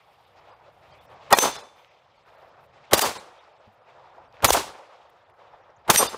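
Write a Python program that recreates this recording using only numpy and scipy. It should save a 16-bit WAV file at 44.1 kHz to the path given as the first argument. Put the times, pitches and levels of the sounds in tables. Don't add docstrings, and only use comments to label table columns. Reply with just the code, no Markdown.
import sys
import numpy as np
from scipy import signal
from scipy.fft import rfft, irfft
from scipy.io import wavfile
from scipy.ndimage import uniform_filter1d

SR = 44100
rng = np.random.default_rng(int(sys.argv[2]) if len(sys.argv) > 2 else 0)


def master(y):
    cut = np.clip(np.atleast_2d(y).T, -1, 1)
    pcm = np.round(cut * 32767)
    wavfile.write(sys.argv[1], SR, pcm.astype(np.int16))


def gain_from_decibels(decibels):
    exponent = np.asarray(decibels, float) / 20
    return 10 ** exponent


N = 272097

# start in seconds, muzzle pulse in dB, blast in dB, bullet strike in dB,
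# ms until the limiter lets the hiss back.
SHOTS = [
    (1.327, -6.5, 3, 4.5, 101),
    (2.933, -19, 1.5, 0.5, 86),
    (4.445, -11, 1.5, 2.5, 86),
    (5.900, -10, 0, 2.5, 83.4),
]
# thump in dB, swell before the strike in dB, returning hiss in dB,
# its rise in ms per 10 dB, bright tail in dB.
SHOT_RETURNS = [(-6, -3.5, -2.5, 23.5, 3.5), (1, 0.5, 1.5, 8.5, 1.5), (5, 0, 3, 7.5, -1.5),
                (1.5, 3, -1, 15, -1)]
# delay in seconds, body in dB, thump in dB, rise and fall in ms per 10 dB.
BOOM_RETURNS = [(.107, -16.5, -45, 13, 12), (0.129, -17.5, -38, 7, 11), (0.147, -26.5, -44.5, 9, 38),
                (.235, -35.5, -52.5, 16, 39), (.300, -46.5, -67.5, 18, 97)]
# delay in seconds, crack in dB, hiss in dB, rise and fall in ms per 10 dB.
CRACK_RETURNS = [(0.125, -25.5, -28.5, 25.5, 44.5), (.230, -42.5, -54, 34, 44),
                 (.330, -60.5, -70, 30, 101.5)]
# delay in seconds, roll in dB, rustle in dB, rise and fall in ms per 10 dB.
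FAR_RETURNS = [(.46, -59, -63, 40, 298), (.95, -53.5, -64.5, 33.5, 298), (1.10, -53, -70.5, 80, 101.5),
               (1.25, -52, -71, 81, 108.5), (1.41, -53, -61.5, 10, 259), (1.52, -54, -60, 39, 98.5),
               (1.70, -47, -61, 60.5, 157.5), (1.81, -48.5, -58, 41, 251)]
# frequency in Hz, width in Hz, level in dB.
BLAST_RESONANCES = [(210, 33, -17.5), (493, 170, -6.5), (843, 300, -1), (1204, 790, -4)]
# start in seconds, ring in dB, ms until the limiter has let go.
STEEL_HITS = [
    (1.388, -21, 38),
    (5.971, -17.5, 7.3),
]
# frequency in Hz, level in dB, t60 in seconds.
FIRST_PLATE = [(3537, -11.5, 0.56), (4130, -30, 0.35), (5529, -26.5, 0.3), (6166, 5, 0.27),
               (6158, -33, 0.99), (7470, -36, 0.4), (8200, -13, 0.29), (9180, -21, 0.22), (13700, -9, 0.12)]
SECOND_PLATE = [(3600, -18.5, 0.42), (4950, -17, 0.37), (6210, -14, 0.4), (7500, -24, 0.4),
                (4420, -22, 0.22), (5240, -34, 0.6), (5850, 0, 0.12), (6220, -5, 0.076), (8720, 0.5, 0.22),
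                (9410, -14, 0.35), (11330, -7, 0.21), (14020, -11, 0.19), (14900, -30, 0.24)]
# frequency in Hz, density in dB per Hz.
FIELD_COLOUR = [(18, -44), (30, -25), (86, -3.5), (134, -7), (215, -17), (280, -17), (600, 3), (913, 1.5),
                (2540, -20), (2750, -19), (3980, -25), (7670, -44.5), (14400, -42), (16000, -42)]
# roll in dB, rustle in dB, rumble in dB.
MURMUR = [(-59.5, -68, -77.5), (-61, -70, -78.5), (-57.5, -71, -79), (-58, -75, -80), (-61, -69, -79)]
# start in seconds, length in seconds, level in dB.
AIRY_SPELLS = [(.0, 0.29, -83), (0.296, 0.45, -90), (.72, 0.19, -83), (.95, .04, -81), (1.01, .05, -74),
               (1.095, .05, -79), (1.76, .12, -82), (2.26, 0.24, -86), (2.606, .06, -82), (3.72, .03, -83.5),
               (4.32, .05, -89), (5.097, .008, -72), (5.297, .008, -78)]
# start in seconds, peak in dB, frequency in Hz.
TICKS = [(1.689, -48.5, 2360), (1.7794, -57, 1740), (1.847, -43, 2870), (1.8796, -63, 1990),
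         (3.309, -51, 1500), (3.4531, -50, 1502), (3.483, -59.5, 2130), (4.3264, -49, 5000),
         (4.3694, -46, 2240), (4.4046, -37, 1670), (5.0974, -60, 1588), (5.299, -53, 1930),
         (5.6994, -65, 1690), (5.7694, -65, 1730)]
# start in seconds, level in dB, frequency in Hz, t60 in seconds.
KNOCKS = [(3.670, -48.5, 101, 0.14), (3.675, -48, 210, 0.085), (4.512, -22.5, 62, 0.13),
          (5.53, -60, 50, .15)]
# centre in seconds, top in Hz, slope in Hz per second, half length in seconds, level in dB.
CHIRPS = [
    (5.704, 5770, 99400, .004, -70),
    (5.768, 7200, 230000, 0.007, -66.5),
]
# centre in seconds, edge in Hz, floor in dB, two kept lines in
# Hz.
LOUD_GAPS = [(1.341, 1740, -30, 4190, 5706), (1.365, 2000, -7, 7900, 6305), (1.530, 6550, -9, 9200, 8500),
             (1.578, 2300, -19, 4270, 8500), (1.625, 2500, -19, 9200, 8500),
             (2.966, 3500, -14, 5430, 8600), (3.034, 1770, -6, 4880, 12200),
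             (3.187, 2476, -29, 10800, 9100), (4.486, 4000, -22, 6940, 8800),
             (6.082, 1900, -22, 4950, 3600), (6.100, 6400, -14, 7500, 14020)]
# centre in seconds, edge in Hz.
QUIET_GAPS = [(.262, 5060), (.518, 4500), (.553, 4240), (.927, 2500), (.998, 3000), (1.075, 2800),
              (1.895, 4000), (2.180, 3500), (2.238, 4500), (2.371, 3980), (3.397, 3060), (3.591, 4000),
              (3.540, 5500), (3.803, 4400), (3.835, 4400), (4.262, 4000), (4.292, 3000), (5.250, 3500),
              (5.329, 2000), (5.630, 3400)]

EARLIER_SHOT_S = -0.583
BLAST_S, STRIKE_S, SWELL_S = 0.003, 0.0605, 0.050


def band(low_hz, high_hz, order=2):
    sos = signal.butter(order, [low_hz, high_hz], "band", fs=SR, output="sos")
    x = signal.sosfilt(sos, rng.standard_normal(N))
    return x / np.std(x)


def drift(rate_hz):
    r = np.exp(-2 * np.pi * rate_hz / SR)
    slow = signal.lfilter([1], [1, -2 * r, r * r], rng.standard_normal(N + SR))[SR:]
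    return slow / np.std(slow)


def ring(clicks, hz, t60_s):
    r = gain_from_decibels(-60 / (t60_s * SR))
    w = 2 * np.pi * hz / SR
    return signal.lfilter([0, np.sin(w)], [1, -2 * r * np.cos(w), r * r], clicks + 1e-18)


def click(s):
    return 1. * (np.arange(N) == round(s * SR))


def louder(row, db, second_db=0):
    return (row[0], row[1] + db, row[2] + db + second_db, *row[3:])


def since_shot():
    times = np.array([EARLIER_SHOT_S] + [row[0] for row in SHOTS])
    t = np.arange(N) / SR
    latest = np.searchsorted(times, t) - 1
    return times, latest, t - times[latest]


def arrivals(times, rows_per_shot, lead_s):
    power = np.zeros((2, N))
    for shot_s, rows in zip(times, rows_per_shot):
        first = max(round((shot_s - lead_s) * SR), 0)
        for delay_s, first_db, second_db, rise_ms, fall_ms in rows:
            s = shot_s + delay_s
            last = min(round((s + fall_ms / 200) * SR), N)
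            near = np.arange(first, last)
            ms = 1000 * (near / SR - s)
            rise_db = 10 * ms / max(rise_ms, .1)
            fall_db = -10 * ms / max(fall_ms, .1)
            shape_db = np.where(ms < 0, rise_db, fall_db)
            power[:, near] += gain_from_decibels(shape_db + np.array([[first_db], [second_db]])) ** 2
    return np.sqrt(power)


def field():
    times, latest, age_s = since_shot()
    t = np.arange(N) / SR
    roll, rustle = arrivals(times, [FAR_RETURNS] * len(times), 0) * (np.minimum(age_s, 1) > .25)

    layers = np.zeros((4, N))
    edges_hz = 30 * 2 ** np.arange(0, 9.1, .5)
    together = drift(14)
    colour_hz, colour_db = np.transpose(FIELD_COLOUR)
    for low_hz, high_hz in zip(edges_hz, edges_hz[1:]):
        hz = np.sqrt(low_hz * high_hz)
        level_db = np.interp(np.log(hz), np.log(colour_hz), colour_db) + 10 * np.log10(hz)
        lumps_db = 0.83 * together + 2.1 * drift(25)
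        layers[np.searchsorted([300, 1700, 7000], hz)] += gain_from_decibels(level_db + lumps_db) * band(low_hz, high_hz)

    motor = ring(rng.standard_normal(N), 120, 2.2 / 33)
    layers[0] += gain_from_decibels(-4) * motor * np.std(layers[0]) / np.std(motor)

    roll_db, rustle_db, rumble_db = np.array(MURMUR)[latest].T
    spells = sum(gain_from_decibels(db) * ((t > s) & (t < s + length_s)) for s, length_s, db in AIRY_SPELLS)
    gains = [gain_from_decibels(rumble_db + 9.5 * age_s),
             np.hypot(roll, gain_from_decibels(roll_db)),
             np.hypot(rustle, gain_from_decibels(rustle_db)),
             uniform_filter1d(spells, size=200) + gain_from_decibels(-94.5 + 3 * drift(6))]
    return sum(gain * x / np.std(x) for gain, x in zip(gains, layers))


def crack():
    blast = (0, -9, -11, -1, 10.5)
    strike = (STRIKE_S, -15, -18, 1.6, 3.1)
    swell = (SWELL_S, -25.5, -22, 20, 9.1)
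    rows_per_shot = []
    for (*_, strike_db, back_ms), (_, swell_db, back_db, rise_ms, tail_db) in zip(SHOTS, SHOT_RETURNS):
        hiss_back = (back_ms / 1000, -23.5, -19.5, rise_ms, 18)
        rows_per_shot.append([blast, louder(strike, strike_db), louder(swell, swell_db), CRACK_RETURNS[0],
                              louder(hiss_back, back_db), louder(CRACK_RETURNS[1], tail_db), CRACK_RETURNS[2]])
    crack_gain, hiss_gain = arrivals([row[0] for row in SHOTS], rows_per_shot, 0.0034)

    low_top, high_top = band(5500, 10000, order=3), band(10000, 15800, order=3)
    air_loss = gain_from_decibels(-46 * since_shot()[2])
    out = crack_gain * band(1300, 5500) + hiss_gain * (.7 * low_top + .8 * high_top * air_loss)

    ahead = 0.58 * (low_top + high_top) + gain_from_decibels(7) * band(1000, 3200)
    t = np.arange(N) / SR
    for s, peak_db, blast_db, strike_db, _ in SHOTS:
        fronts = gain_from_decibels(peak_db) * click(s) + gain_from_decibels(-10 + strike_db) * click(s + STRIKE_S)
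        out += np.convolve(fronts, np.linspace(1, -1, num=16))[:N]
        early = (t > s - 0.022) & (t < s)
        pulsing_db = 2.3 * np.cos(2 * np.pi * (t - s) * SR / 128)
        out += gain_from_decibels(-46.5 + 2 * blast_db + pulsing_db) * early * ahead
    return out


def boom():
    blast = (BLAST_S, -9, -26, 7.6, 11)
    strike = (STRIKE_S, -17.5, -37.5, 1.6, 3.6)
    swell = (SWELL_S, -21.5, -37.5, 15, 8.9)
    rows_per_shot = []
    for (_, _, blast_db, strike_db, _), (thump_db, swell_db, *_) in zip(SHOTS, SHOT_RETURNS):
        direct = [louder(blast, blast_db, thump_db), louder(strike, strike_db), louder(swell, swell_db, thump_db)]
        rows_per_shot.append(direct + BOOM_RETURNS)
    body_gain, thump_gain = arrivals([row[0] for row in SHOTS], rows_per_shot, 0.04)

    grains = rng.standard_normal(N) * gain_from_decibels(3.0 * drift(120))
    body = np.zeros(N)
    for k, (hz, width_hz, level_db) in enumerate(BLAST_RESONANCES):
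        body += (-1) ** k * gain_from_decibels(level_db) * np.sqrt(width_hz) * ring(grains, hz, 2.0 / width_hz)
    body = signal.sosfilt(signal.butter(2, [280, 1900], "band", fs=SR, output="sos"), body)
    return body_gain * body / np.std(body) + thump_gain * band(45, 220)


def steel():
    out, t = np.zeros(N), np.arange(N) / SR
    for (s, ring_db, release_ms), plate in zip(STEEL_HITS, [FIRST_PLATE, SECOND_PLATE]):
        modes = sum(gain_from_decibels(level_db) * ring(click(s), hz, t60_s) for hz, level_db, t60_s in plate)
        release = np.clip(0.36 + 1000 * (t - s) / release_ms, 0, 1.4)
        out += gain_from_decibels(ring_db + 2.0 * drift(30)) * modes * release
    return out


def ticks():
    dry_ticks = sum(gain_from_decibels(peak_db + 8.0) * ring(click(s), hz, 6.8 / hz) for s, peak_db, hz in TICKS)
    knocks = sum(gain_from_decibels(knock_db) * ring(click(s), hz, t60_s) for s, knock_db, hz, t60_s in KNOCKS)
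    dry_ticks = signal.sosfilt(signal.butter(2, 5000, fs=SR, output="sos"), dry_ticks)
    return dry_ticks + signal.sosfilt(signal.butter(2, 300, fs=SR, output="sos"), knocks)


def bird():
    t = np.arange(N) / SR
    out = np.zeros(N)
    for s, top_hz, slope, half_s, level_db in CHIRPS:
        mean_hz = top_hz - slope * np.abs(t - s) / 2
        swell = np.exp(-((t - s) / half_s) ** 4)
        out += gain_from_decibels(level_db) * swell * np.sin(2 * np.pi * mean_hz * (t - s))
    return out


def scene():
    return (field() + crack() + boom() + steel() + ticks() + bird())[None]


def thin_treble(x):
    out, size = x.copy(), round(25 * SR / 1000)
    frames = LOUD_GAPS + [(s, edge_hz, -12) for s, edge_hz in QUIET_GAPS]
    hz = np.fft.rfftfreq(size, 1 / SR)
    strays = 2 ** (1.8 * rng.random(size=(len(frames), 4)))
    for (s, edge_hz, floor_db, *kept_hz), stray in zip(frames, strays):
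        start = round(s * SR) - size // 2
        part = slice(start, start + size)
        lines_hz = [*kept_hz, *(edge_hz * stray)]
        kept = sum(gain_from_decibels(12.5) * np.exp(-((hz - line_hz) / 60.0) ** 2) for line_hz in lines_hz)
        change = (hz > edge_hz) * (kept + gain_from_decibels(floor_db) - 1)
        out[part] += irfft(change * rfft(out[part]), size) * np.hanning(size) ** 0.51
    return out


def low_pass(x):
    return signal.sosfilt(signal.butter(12, 17000, fs=SR, output="sos"), x)


def record(dry):
    x = thin_treble(1.003 * np.tanh(dry[0] / 1.087))
    x = signal.sosfilt(signal.cheby2(10, 40, 16200, fs=SR, output="sos"), x)
    x = signal.sosfilt(signal.butter(2, 40.0, "high", fs=SR, output="sos"), x)
    return low_pass(x[None])


dry = scene()
out = record(dry)
master(out)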